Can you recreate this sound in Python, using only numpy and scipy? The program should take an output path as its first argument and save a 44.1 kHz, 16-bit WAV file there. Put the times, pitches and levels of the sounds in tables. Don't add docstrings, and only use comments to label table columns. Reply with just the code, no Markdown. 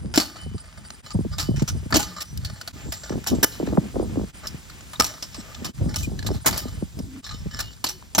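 import sys
import numpy as np
from scipy import signal
from scipy.fft import rfft, irfft, next_fast_len
from scipy.io import wavfile
from scipy.ndimage import uniform_filter1d

SR = 44100
rng = np.random.default_rng(int(sys.argv[2]) if len(sys.argv) > 2 else 0)


def wrap_up_sound(samples):
    columns = np.atleast_2d(samples).T
    tamed = np.clip(columns, -1, 1)
    steps = np.round(tamed * 32767).astype(np.int16)
    wavfile.write(sys.argv[1], SR, steps)


N = 361619
T = np.arange(N) / SR

# frequency in Hz, level in dB.
LEAF_COLOUR = [(100, 15.5), (400, 0), (1000, -1.5), (2500, -0.5), (4000, -1), (6500, -1.5), (9000, -3),
               (12000, -5.5), (16000, -16)]
# centre in Hz, width in Hz, level in dB.
INSECT_BANDS = [(4920, 160, -38), (8510, 540, -26.5)]
# time in seconds, leaves in dB, insects in dB.
BACKGROUND_LEVELS = [(0, -58, -25), (1.0, -52.5, -27), (1.05, -49.5, -27), (2.7, -48, -30.5),
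                     (2.75, -44, -32), (4.3, -45, -27.5), (4.36, -46, -28), (5.7, -43, -33),
                     (5.75, -46, -26), (7.2, -48, -28.5), (7.25, -46.5, -35), (8.2, -52, -32)]
# start in seconds, length in seconds, rumble in dB, rasp in dB.
WIND_GUSTS = [(0, 0.21, -36, -41.5), (0.447, 0.082, -32, -66), (0.77, 0.077, -45.5, -56),
              (1.16, 0.22, -31.5, -69), (1.426, 0.044, -33, -56), (1.55, 0.025, -24, -62),
              (1.717, 0.062, -26.5, -42), (1.931, 0.073, -28, -32.5), (2.335, 0.18, -33, -51),
              (2.745, 0.018, -42, -46), (2.871, 0.017, -32, -31.5), (3.138, 0.039, -31.5, -31),
              (3.316, 0.067, -28.5, -27.5), (3.606, 0.24, -40, -27), (3.697, 0.011, -27, -43),
              (3.966, 0.078, -30.5, -22), (4.121, 0.11, -29, -30.5), (4.477, 0.08, -43, -56),
              (5.01, 0.024, -35, -59), (5.592, 0.13, -38.5, -40.5), (5.811, 0.1, -23.5, -31),
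              (5.99, 0.21, -30, -38.5), (6.25, 0.11, -27, -36), (6.494, 0.04, -30.5, -33.5),
              (6.619, .22, -34, -43.5), (6.972, 0.099, -35, -41), (7.309, 0.18, -35.5, -60),
              (7.549, 0.13, -38.5, -57), (8.177, .03, -39, -37)]
# start in seconds, level in dB, middle pitch in Hz, length in cycles.
WIND_BUFFETS = [(0.042, -24, 159, 7.6), (0.46, -25.5, 155, 4.6), (0.512, -31, 170, 3),
                (0.542, -22, 117, 3.96), (1.143, -12, 106, 4.7), (1.187, -14.5, 200, 4.2),
                (1.205, -18, 160, 2.4), (1.246, -20, 213, 7.3), (1.485, -12.5, 166, 4),
                (1.506, -14.5, 101, 2.8), (1.539, -19.5, 132, 3.2), (1.579, -23, 161, 1.8),
                (1.617, -10.5, 132, 3.86), (1.746, -25, 143, 3.4), (1.826, -28.5, 132, 3.6),
                (1.857, -23.5, 129, 3.4), (2.853, -31, 145, 5.5), (2.881, -27, 269, 3.7),
                (3.102, -17, 250, 3.6), (3.12, -22, 273, 5.2), (3.154, -17.5, 228, 1.9),
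                (3.319, -24, 304, 4.5), (3.347, -22, 270, 5.2), (3.384, -10.5, 127, 0.71),
                (3.597, -16, 286, 5), (3.625, -16, 242, 6.1), (3.672, -17.5, 296, 4.6),
                (3.724, -15, 275, 2.7), (3.732, -14, 303, 2), (3.771, -12.5, 514, 6.1),
                (3.777, -4, 182, 3.3), (3.94, -31, 394, 3.6), (3.956, -20.5, 510, 1.8),
                (3.963, -16, 284, 3), (3.995, -13.5, 340, 5), (4.043, -25.5, 219, 1.9),
                (4.06, -44, 400, 5.1), (4.123, -30, 170, 1.9), (4.155, -26, 463, 4.2),
                (4.169, -15, 247, 5.7), (4.194, -17, 300, 2.4), (4.211, -24, 298, 1.7),
                (4.236, -21.5, 207, 3.1), (4.542, -27.5, 151, 2.56), (5.377, -30, 188, 8),
                (5.618, -25, 190, 3.5), (5.807, -13, 95.7, 3.36), (5.857, -15.5, 162, 4),
                (6.071, -19.5, 162, 4.1), (6.245, -35, 596, 6.6), (6.286, -26, 776, 6.6),
                (6.301, -19.5, 353, 5.6), (6.312, -17.5, 277, 4), (6.349, -24, 165, 2.5),
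                (6.53, -31, 126, 2.6), (6.651, -24, 250, 5.3), (6.822, -16.5, 201, 4),
                (6.999, -20, 207, 2.95), (7.343, -25.5, 85.5, 0.87), (7.457, -19.5, 148, 3.1)]
# frequency in Hz, level in dB.
RUMBLE_COLOUR = [(25, -70), (45, 6.5), (80, 8.5), (150, 2.5), (230, -9.5), (400, -104.5)]
# frequency in Hz, level in dB.
RASP_COLOUR = [(100, -39), (200, 12.5), (300, 5.5), (500, -6.5), (800, -13.5), (1400, -26.5), (2500, -99)]
# start in seconds, length in seconds, pitch in Hz,
# fuzz in Hz, level in dB, change of level by the end in dB.
BRIEF_TONES = [(.36, 0.28, 3010, 2.4, -37, -28.5), (1.43, 0.21, 3010, 7.1, -42, -9),
               (2.06, 0.14, 181.7, 7.6, -36.5, -6), (1.995, 0.096, 5960, 30, -34, -8),
               (2.24, 0.12, 5850, 12, -51, 1), (2.75, 0.36, 7300, 290, -43, 1),
               (2.86, 0.23, 7360, 300, -42, -2), (4.955, .009, 3750, 30, -28, -6),
               (5.358, 0.067, 7640, 18, -36, -8), (5.666, 0.051, 3020, 4.5, -29, -24),
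               (6.03, 0.03, 2440, 32, -27, -3), (6.57, 0.27, 3020, 9, -47, -14),
               (7.06, 0.17, 264, 36, -37.5, 3), (7.622, 0.11, 2900, 65, -41, -7),
               (7.87, 0.13, 380, 9.6, -37, -17)]
# time in seconds, level in dB.
ROLL_LEVELS = [(0.0, -56), (1.16, -56), (1.44, -57), (4.98, -57), (5.14, -53.5), (5.8, -56.5), (6.53, -57),
               (6.94, -62), (7.58, -56), (8.2, -79)]
# start in seconds, end in seconds, level in dB,
# low modes in dB, favoured low pitch in Hz, favoured high pitch in Hz.
RATTLE_STRETCHES = [(0.226, 0.483, -50.5, 0.5, 1250.0, 4540), (0.56, 0.727, -57, 3, 1250, 4590.0),
                    (0.695, 0.988, -54.5, 0.5, 1174, 4500), (1.042, 1.147, -45.5, -4, 1170, 4760),
                    (1.295, 1.476, -44, -1.5, 1246, 4970), (1.957, 2.283, -43.5, 1.5, 1193, 5170),
                    (2.386, 2.676, -49, -0.5, 1870, 4320), (2.735, 2.937, -59, 7.5, 1850, 4980.0),
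                    (2.92, 2.997, -39, -7.5, 1810, 5800), (3.015, 3.148, -42, -3, 1436, 5880),
                    (3.46, 3.72, -48, -20, 900.0, 3910), (4.428, 4.478, -43.5, 6, 1254, 5500),
                    (5.03, 5.226, -45, -2, 1150, 5730), (5.307, 5.44, -45, -7, 1090.0, 5300),
                    (5.377, 5.706, -61.5, 13, 1190, 5260), (5.873, 6.066, -42, -1.5, 1170, 5430),
                    (6.226, 6.387, -44, -1, 920.0, 5410), (6.503, 6.805, -42.5, -2.5, 1173, 4820),
                    (7.22, 7.393, -41, -9, 1220, 5330), (7.32, 7.517, -53, -7, 1770, 5390.0),
                    (7.496, 7.624, -41, -3.5, 1730.0, 5320.0), (7.594, 7.76, -44, -16, 1530, 4450)]
# start in seconds, level in dB, knock below 2 kHz in dB,
# sizzle above 10 kHz in dB, contact in seconds, t60 in seconds (at least 0.015 is used),
# favoured low pitch in Hz, favoured high pitch in Hz, extra ring there in dB.
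CLACK_BLOWS = [(0.1392, -27, 6.5, -9, 0.011, 0.055, 1540, 5070, 3.3),
               (0.1582, -23.5, -7, -1, 0.005, 0.12, 1450, 5020.0, 7.8),
               (0.1755, -12.5, 0, -6.5, 0.004, 0.043, 693, 5100, 1.6),
               (0.1855, -28, 9.5, -1, 0.011, 0.18, 720, 4500, 6.7),
               (0.1995, -24, -0.5, -3.5, 0.001, 0.24, 1370, 4500, 3),
               (0.358, -45.5, 9.5, -14, 0.0063, 0.32, 1240, 4470, 3.6),
               (0.412, -67, 14, -15, 0.003, 0.075, 1250.0, 4600, 5.5),
               (0.579, -47.5, 5, -25, 0.0033, 0.071, 1310, 4530, 7.5),
               (0.904, -34.5, 4.5, -12, 0.0018, 0.021, 1190, 4500, 2.5),
               (1.1045, -38, 2.5, -18, 0.013, 0.066, 1230, 4700, 6.7),
               (1.3825, -27, 0, -5, 0.0036, 0.18, 1740.0, 3900, 2.4),
               (1.3952, -27.5, 0, -3, 0.012, 0.19, 1230, 4950, 6.9),
               (1.5612, -38.5, 2, -10, 0.0064, 0.28, 1730.0, 5650, 2.9),
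               (1.5948, -36, 5.5, -19, 0.0092, 0.059, 2130.0, 5700, 2.5),
               (1.6215, -34, 1, -6, 0.0035, 0.036, 620, 6760, 2.5),
               (1.677, -28, -1.5, -5.5, 0.016, 0.075, 1340, 5820, 9.8),
               (1.9054, -43.5, 16.5, 5, 0.0066, 0.077, 690, 7500.0, 4),
               (1.9245, -26.5, 17.5, -20, 0.0025, 0.059, 326, 4600, 8.2),
               (1.9415, -17, 4.5, -8, 0.0058, 0.13, 453, 4860, 3.1),
               (1.957, -15.5, -7, -21, 0.014, 0.058, 643, 6200, 2.1),
               (1.9657, -30.5, -3, 16.5, 0.0017, 0.068, 2200.0, 5240.0, 4),
               (1.9915, -26, 3, -2.5, 0.018, 0.14, 840.0, 6900, 3),
               (2.029, -28.5, -2, -7, 0.0025, 0.1, 1230, 4200, 4),
               (2.204, -32, 1, -4, 0.013, 0.06, 1830, 5030, 2.6),
               (2.217, -32, -7, 1, 0.011, 0.019, 1210.0, 5400, 4),
               (2.3743, -34, -18, 1, 0.0018, 0.024, 1860.0, 4900, 3.2),
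               (2.4478, -32, -6, -3.5, 0.0027, 0.071, 1780.0, 4370, 12),
               (2.6126, -35, 1, -4, 0.0038, 0.024, 1510, 4570, 7.3),
               (2.6759, -32.5, 4.5, -2, 0.0026, 0.064, 1480, 4300, 4.4),
               (2.9215, -29, 1.5, -2.5, 0.0036, 0.12, 1960, 4800, 5.8),
               (3.095, -35.5, 5, -16, 0.0019, 0.029, 760.0, 5870.0, 4.5),
               (3.1172, -43, 12.5, -17, 0.011, 0.11, 574, 5800, 4),
               (3.2406, -42, 12, 1, 0.0027, 0.015, 2180, 5700, 4),
               (3.263, -34.5, 12, -23, 0.011, 0.11, 710, 7300, 9.7),
               (3.2697, -23.5, -15, -1, 0.0044, 0.13, 1710, 5750, 2.5),
               (3.3487, -39.5, -15, -12, 0.0041, 0.13, 570.0, 7700, 6.6),
               (3.4285, -16, 3.5, 5, 0.018, 0.014, 1660, 5930, 4.6),
               (3.552, -46, 9, -15, 0.0034, 0.043, 640.0, 5180.0, 4.6),
               (3.6653, -42.5, 11, -23, 0.0053, 0.21, 560.0, 3740.0, 3.5),
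               (4.093, -56, 16, -21, 0.003, 0.033, 1240.0, 7420.0, 4),
               (4.4702, -31.5, -12, -1, 0.0011, 0.06, 1150.0, 5170, 11),
               (4.6972, -43, 4, -7, 0.0044, 0.043, 1480, 4150, 4.4),
               (4.807, -45, 0.5, -11, 0.0036, 0.053, 656, 6660, 4),
               (4.933, -39, 9.5, -4, 0.0053, 0.1, 1000, 3300, 6.4),
               (4.9973, -15.5, 5.5, -3.5, 0.013, 0.018, 1230, 5600, 7.9),
               (5.021, -26.5, 4, -2, 0.0024, 0.14, 593, 7900, 4.3),
               (5.043, -25.5, -0.5, -2, 0.0033, 0.2, 1070, 5750, 3.7),
               (5.0609, -33.5, -3, 1, 0.0036, 0.074, 1140.0, 7720.0, 4),
               (5.2248, -29.5, -2, -6.5, 0.0034, 0.093, 562, 5200, 8.9),
               (5.3448, -37.5, 4.5, -12, 0.003, 0.12, 1080, 4860, 4),
               (5.546, -35, -5, -36, 0.0041, 0.038, 1730.0, 3600, 3),
               (5.644, -29.5, 2.5, -5.5, 0.013, 0.12, 1170, 5250, 1.7),
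               (5.9412, -35.5, 8, -7, 0.0046, 0.056, 2200, 4090.0, 3),
               (5.9593, -25, -5, -2, 0.0035, 0.074, 1220.0, 5600, 4),
               (5.9825, -34.5, -21, -2, 0.019, 0.18, 1710.0, 6100, 4.9),
               (6.0267, -35, -19, -2, 0.013, 0.11, 1590.0, 7640, 5.9),
               (6.1899, -37, 1, -10, 0.0029, 0.057, 1740, 4240, 9.5),
               (6.2265, -42.5, 12, -5, 0.0022, 0.024, 1700, 4250, 10),
               (6.2636, -28.5, 0, -4, 0.011, 0.058, 1730, 4360, 1.1),
               (6.3303, -43, 4, -3, 0.025, 0.14, 560.0, 3950, 3.1),
               (6.446, -42, 18, -21, 0.017, 0.083, 660.0, 6910.0, 4),
               (6.4595, -17, 4.5, 4, 0.017, 0.082, 2100, 6500, 4.2),
               (6.487, -28, 13, 0, 0.0022, 0.055, 830, 6400, 3.3),
               (6.5096, -32, 1, 1, 0.0033, 0.082, 2010.0, 3750.0, 4),
               (6.5267, -31.5, 8.5, -3, 0.0051, 0.27, 2160, 4600, 3.6),
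               (6.5734, -28, -3, 4, 0.0042, 0.16, 1770.0, 4900, 2.5),
               (6.989, -41, 1.5, -3, 0.0042, 0.041, 560.0, 5200, 2.7),
               (7.2419, -39.5, -9, -20, 0.0066, 0.098, 1220.0, 4070, 8),
               (7.265, -40, 4, -9, 0.004, 0.074, 1750, 4100, 9.4),
               (7.291, -43.5, 8, -14, 0.0066, 0.077, 1720.0, 4050.0, 8.8),
               (7.309, -41, 8, -22, 0.0069, 0.1, 1230, 4130, 5.1),
               (7.5456, -38.5, 6, -14, 0.0032, 0.038, 1690, 5300, 11),
               (7.5899, -30, 4.5, -2, 0.0066, 0.12, 1610, 4030, 6.5),
               (7.6017, -28.5, -4.5, -0.5, 0.01, 0.03, 1250, 5500, 9.3),
               (7.841, -22.5, 2.5, -1, 0.0046, 0.097, 1000, 4800, 5.3),
               (7.8666, -27, -12, -12, 0.0068, 0.043, 1880, 4330, 4),
               (7.8855, -30, -2.5, -1, 0.014, 0.13, 1720, 5600, 4.9),
               (8.1492, -21.5, -0.5, -7, 0.00099, 0.067, 830, 6240, 13.7),
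               (8.1804, -16, 7, 2, 0.016, 0.077, 960, 5640, 6.4)]
# frequency in Hz, width in Hz, level in dB.
DECK_MODES = [(300, 99, -2.5), (632, 82, -1), (844, 40, -8), (1220, 50, -4.5), (1450, 77, -8),
              (1723, 79, -8), (3000, 19, -2), (3686, 50, -6), (4060, 143, -1.5), (4350, 78, -6.5),
              (4596, 91, -3), (4966, 64, -5), (5290, 25, -9.5), (5354, 200, -6.5), (5790, 51, -8.5),
              (6260, 300, -15.5), (6750, 59, -5.5), (7370, 59, -3), (14000, 46, -28)]
# frequency in Hz, level in dB.
CONTACT_COLOUR = [(150, 1.5), (500, -6), (1200, 0.5), (2500, -0.5), (4000, -6), (5500, -5), (7500, -7.5),
                  (10000, 5), (13000, -2), (16000, -13)]
# frequency in Hz, level in dB.
UNLIKE_SHARE = [(300, 2.5), (1200, -9.5), (2500, 0), (5000, -7.5), (8000, 3.5), (9000, -39)]
# frequency in Hz, lead of the left port in radians.
PORT_PHASE = [(0, 0), (340, -0.4), (600, 0.9), (1120, 0.9), (1720, -1.0), (2410, -2.5), (3190, -5.3),
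              (3880, -6.3), (6120, -7.1), (8700, -9.2), (11600, -9.8), (11900, -10.5), (13200, -12.5),
              (16300, -12.6)]
# frequency in Hz, left over right in dB.
PORT_TILT = [(200, 0), (600, 2), (1800, 1), (4000, -.5), (6400, -1.2), (10000, 0)]
# frequency in Hz, level in dB.
MIC_BASS = [(15, -38), (30, -12), (50, 1), (80, -0.5)]
# middle in seconds, half length in seconds, depth in dB.
LEVEL_DIPS = [(1.023, 0.024, 24), (2.724, 0.014, 24), (4.324, 0.03, 22), (5.727, 0.034, 22),
              (7.22, 0.024, 23)]

GUST_RISE_DB_PER_S, GUST_FALL_DB_PER_S = 320, 225
RASP_QUICKER = 1.58
BREEZE_DB, BREEZE_RASP_DB = -49, -58.5
PORT_LAG_RAD = 1.2
BOUNCES_PER_S, BOUNCE_S = 55, .007
RATTLE_RING_DB = 13
STRIKE_SPREAD_DB, CHATTER_DB = 2.5, 2.5
RISE_SHARE = 0.098
THUD_DB, THUD_PER_DB = 21.5, 1.0745
THUD_SHARE, THUD_TOP_HZ, THUD_T60_S, THUD_BODY_DB = 0.402, 470, 0.03, -9
KNOCK_SLOPE_DB, DECK_RING_DB = -6.5, 9
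SPOT_SHARE = 0.086
EDGE_HZ = 16200


def amp(db):
    return 10 ** (np.asarray(db) / 20)


def evened(x):
    return x / np.sqrt(np.mean(x ** 2) + 1e-20)


def read(points, hz):
    f, value = np.transpose(points)
    return np.interp(np.log(hz + 1), np.log(f + 1), value)


def curves(rows):
    s, *columns = np.transpose(rows)
    return [np.interp(T, s, c) for c in columns]


def colour(x, points):
    size = next_fast_len(x.shape[-1])
    gain = amp(read(points, np.fft.rfftfreq(size, 1 / SR)))
    return irfft(rfft(x, size) * gain, size)[..., :x.shape[-1]]


def add(mix, s, sound):
    part = mix[..., max(round(s * SR), 0):][..., :sound.shape[-1]]
    part += sound[..., :part.shape[-1]]


def ring(x, hz, width):
    return signal.lfilter(*signal.iirpeak(hz, hz / width, SR), x)


def grit(shape, per_s, spread_db):
    size = amp(spread_db * np.minimum(rng.exponential(1, shape), 4))
    return size * rng.standard_normal(shape) * (rng.random(shape) < per_s / SR)


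def smear(clicks, seconds):
    return signal.lfilter([1], [1, -np.exp(-1 / (seconds * SR))], abs(clicks))


def wander(per_s):
    span = max(int(SR / per_s), 1)
    return evened(uniform_filter1d(uniform_filter1d(rng.standard_normal(N), span), span))


def two_ports(shape):
    return rng.standard_normal((1, *shape)) + colour(rng.standard_normal((2, *shape)), UNLIKE_SHARE)


def leaves(level_db):
    hiss = evened(colour(two_ports((N,)), LEAF_COLOUR))
    rustle = colour(hiss, [(3000, 2), (4500, -33)])
    hiss = hiss + rustle * (amp(2.5 * wander(per_s=14)) - 1)
    return amp(level_db + 0.09 * wander(per_s=0.91) + 0.4 * wander(per_s=120)) * hiss


def insects(level_db):
    song = np.zeros(N)
    for hz, width, db in INSECT_BANDS:
        band = ring(ring(rng.standard_normal(N), hz, width), hz, width)
        song += amp(db) * evened(band)
    return amp(level_db + 4.1 * wander(per_s=50)) * song


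def background():
    leaves_db, insects_db = curves(BACKGROUND_LEVELS)
    return leaves(leaves_db) + insects(insects_db)


def gusts():
    power = np.ones((2, N)) * amp([[BREEZE_DB], [BREEZE_RASP_DB]]) ** 2
    for start, length, rumble_db, rasp_db in WIND_GUSTS:
        before_db = GUST_RISE_DB_PER_S * np.maximum(start - T, 0)
        after_db = GUST_FALL_DB_PER_S * np.maximum(T - start - length, 0)
        fade = amp(-(before_db + after_db) * np.array([[1], [RASP_QUICKER]]))
        power = power + (amp([[rumble_db], [rasp_db]]) * fade) ** 2
    return np.sqrt(power)


def buffets(rough):
    out = np.zeros((2, N))
    lurch = .12 * wander(per_s=160)
    for s, db, hz, cycles in WIND_BUFFETS:
        u = np.arange(0, 2.5, hz / cycles / SR)
        first = round(s * SR)
        sweep = 0.786 * u + 0.27 * (1 - np.exp(-u / 0.28)) + 0.24 * (1 - np.exp(-u / 0.076))
        turns = cycles * sweep + rng.random() + lurch[first:][:len(u)]
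        ragged = rough[:, first:][:, :len(u)] * np.exp(-u / 0.31)
        swell = (u / 0.4) ** 1.16 * np.exp(1.2 - u / 0.34 - (u / 0.85) ** 3)
        add(out, s + 0.001944, amp(db) * swell * (np.sin(2 * np.pi * turns) + 0.64 * ragged))
    return out


def wind():
    rumble, rasp = gusts()
    shared, own = rng.standard_normal((2, 1, N)), rng.standard_normal((2, 2, N))
    slow, sharp = shared + 0.65 * own
    slow, sharp = evened(colour(slow, RUMBLE_COLOUR)), evened(colour(sharp, RASP_COLOUR))
    rough = evened(colour(sharp, [(250, 2.5), (600, 6.5), (1200, -0.5), (2000, -8)]))
    out = rumble * amp(2.3 * wander(per_s=170)) * slow
    flaps = uniform_filter1d(smear(grit(N, per_s=76, spread_db=0.0), 0.0062), size=60)
    flutter = evened(0.5 + np.minimum(flaps, 2))
    out += rasp * amp(2.4 * wander(per_s=27)) * flutter * sharp
    out += buffets(rough)
    late = signal.hilbert(out[1], next_fast_len(N))[:N] * np.exp(-1j * PORT_LAG_RAD)
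    return np.array([out[0], late.real])


def trees(x):
    t = np.arange(SR // 2) / SR
    taps = grit(len(t), per_s=3700, spread_db=2.0) * (t > .008)
    dull = colour(taps, [(1500, -1.0), (4000, -44)])
    tail = dull * amp(-60 * t / .5) + (taps - dull) * amp(-60 * t / 0.67)
    return signal.fftconvolve(x, tail / np.linalg.norm(tail))[:N]


def tones():
    out, waver = np.zeros(N), amp(2.5 * wander(per_s=45) - 1.5)
    for s, length, hz, fuzz, db, fade_db in BRIEF_TONES:
        t = np.arange(0, length, 1 / SR)
        drift = np.cumsum(rng.standard_normal(len(t))) * np.sqrt(2 * np.pi * fuzz / SR)
        fuzzy = ring(np.sin(2 * np.pi * hz * t + drift), hz, 2 * fuzz + 20)
        add(out, s, fuzzy * signal.windows.tukey(len(t), .35) * amp(db + fade_db * t / length))
    return out * waver


def roll():
    stones = evened(grit(N, per_s=1600, spread_db=14.5)) + 1.64 * two_ports((N,))
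    contact = colour(stones, CONTACT_COLOUR)
    hiss = evened(colour(contact, [(400, -28), (900, -12), (7000, -16.5), (10000, -48.0)]))
    return amp(curves(ROLL_LEVELS)[0] + 2.0 * wander(per_s=260)) * hiss


def rattle():
    stones = evened(grit(N, per_s=1700, spread_db=0.0)) + 0.5 * rng.standard_normal(N)
    skips = smear(grit(N, per_s=BOUNCES_PER_S, spread_db=1.5), BOUNCE_S)
    stones = stones * (.45 + np.minimum(skips, 3))
    modes = []
    for mode_hz, width, db in DECK_MODES:
        swell = amp(db + 3.5 * np.clip(wander(per_s=40.0), -2, 1.5))
        modes.append(swell * np.sqrt(60 / width) * ring(stones, mode_hz, width))
    modes, hz = np.array(modes), np.array(DECK_MODES)[:, 0]
    is_low, is_high = (500 < hz) & (hz < 2000), hz > 2000
    knock = 0.43 * evened(colour(stones, [(400, -39), (800, -7), (2200, 6.5), (3000, -29)]))
    crunch_colour = [(2200, -31), (3200, 15), (6000, -18), (9000, -21), (14000, -17)]
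    crunch = 0.14 * evened(colour(stones, crunch_colour))
    out = np.zeros(N)
    for start, end, db, low_db, low_hz, high_hz in RATTLE_STRETCHES:
        span = slice(round(start * SR), round(end * SR))
        nearness = sum(np.exp(-(np.log(hz / spot) / 0.03) ** 2) for spot in (low_hz, high_hz))
        favoured = amp(RATTLE_RING_DB * nearness)
        low = evened(favoured * is_low @ modes[:, span]) + knock[span]
        high = evened(favoured * is_high @ modes[:, span]) + crunch[span]
        fade = amp(-5.0 * (T[span] - start) / (end - start))
        shape = signal.windows.tukey(len(low), .5) * fade
        add(out, start, amp(db) * (high + amp(low_db) * low) * shape)
    return out


def near(hz, spots, ring_db):
    return amp(ring_db) * sum(np.exp(-(np.log((hz + 1) / spot) / SPOT_SHARE) ** 2) for spot in spots)


def clacks():
    out, t = np.zeros((2, N)), np.arange(8192) / SR
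    hz, mode_hz = np.fft.rfftfreq(len(t), 1 / SR), np.array(DECK_MODES)[:, 0]
    modes = np.array([amp(db) * signal.freqz(*signal.iirpeak(f, f / width, SR), hz, fs=SR)[1]
                      for f, width, db in DECK_MODES])
    uneven = np.clip(rng.standard_normal((len(CLACK_BLOWS), len(DECK_MODES))), -2, 2)
    struck = amp(STRIKE_SPREAD_DB * uneven)
    lumps = uniform_filter1d(rng.standard_normal((len(CLACK_BLOWS), len(t))), 90, axis=1)
    crunch = two_ports(lumps.shape) * amp(CHATTER_DB * evened(lumps))
    for k, row in enumerate(CLACK_BLOWS):
        s, db, knock_db, sizzle_db, contact, t60, low_hz, high_hz, ring_db = row
        spots = (low_hz, high_hz)
        rise = 1 - np.exp(-t / (RISE_SHARE * contact))
        fall = rise * amp(-60 * np.maximum(t - contact, 0) / max(t60, .015))
        fall = fall * (1 + 0.68 * np.exp(-t / 0.0037))
        thud_db = THUD_DB + THUD_PER_DB * db
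        tilt = [(100, -5.5), (220, thud_db), (400, thud_db), (800, knock_db),
                (1800, knock_db + KNOCK_SLOPE_DB), (2800, 1.0), (7500, 2.5), (11000, sizzle_db)]
        scrape = colour(evened(colour(crunch[:, k], CONTACT_COLOUR)), tilt)
        strength = np.sqrt(np.mean(scrape ** 2) * np.mean(fall ** 2))
        blow = amp(db) * evened(scrape * fall) * strength
        thump = np.sin(2 * np.pi * min(THUD_SHARE * low_hz, THUD_TOP_HZ) * t) * amp(-60 * t / THUD_T60_S)
        blow = blow + amp(db + thud_db + THUD_BODY_DB) * thump
        favoured = struck[k] * (0.67 + near(mode_hz, spots, ring_db))
        body = 1 + 0.69 * near(hz, spots, ring_db) + amp(DECK_RING_DB) * (favoured @ modes)
        add(out, s, irfft(rfft(blow) * body))
    return out


def ports(x):
    size = next_fast_len(N)
    hz = np.fft.rfftfreq(size, 1 / SR)
    half_turn = np.exp(.5j * np.interp(hz, *np.transpose(PORT_PHASE)))
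    half = amp(read(PORT_TILT, hz) / 2) * half_turn
    return irfft(rfft(x, size) * np.array([half, 1 / half]), size)[:, :N]


def scene():
    hits = clacks()
    echoes = amp(-19.0) * trees(hits.mean(axis=0))
    scooter = hits + roll() + rattle() + tones() + echoes
    return ports(scooter + background()) + wind()


def record(dry):
    limited = .95 * np.tanh(colour(dry, MIC_BASS) / .95)
    dip_db = sum(db * np.maximum(1 - abs(T - s) / half, 0) ** 2 for s, half, db in LEVEL_DIPS)
    band = signal.firwin(255, EDGE_HZ, window=("kaiser", 9), fs=SR)
    return signal.oaconvolve(limited * amp(-dip_db), band[None], "same")


dry = scene()
out = record(dry)
wrap_up_sound(out)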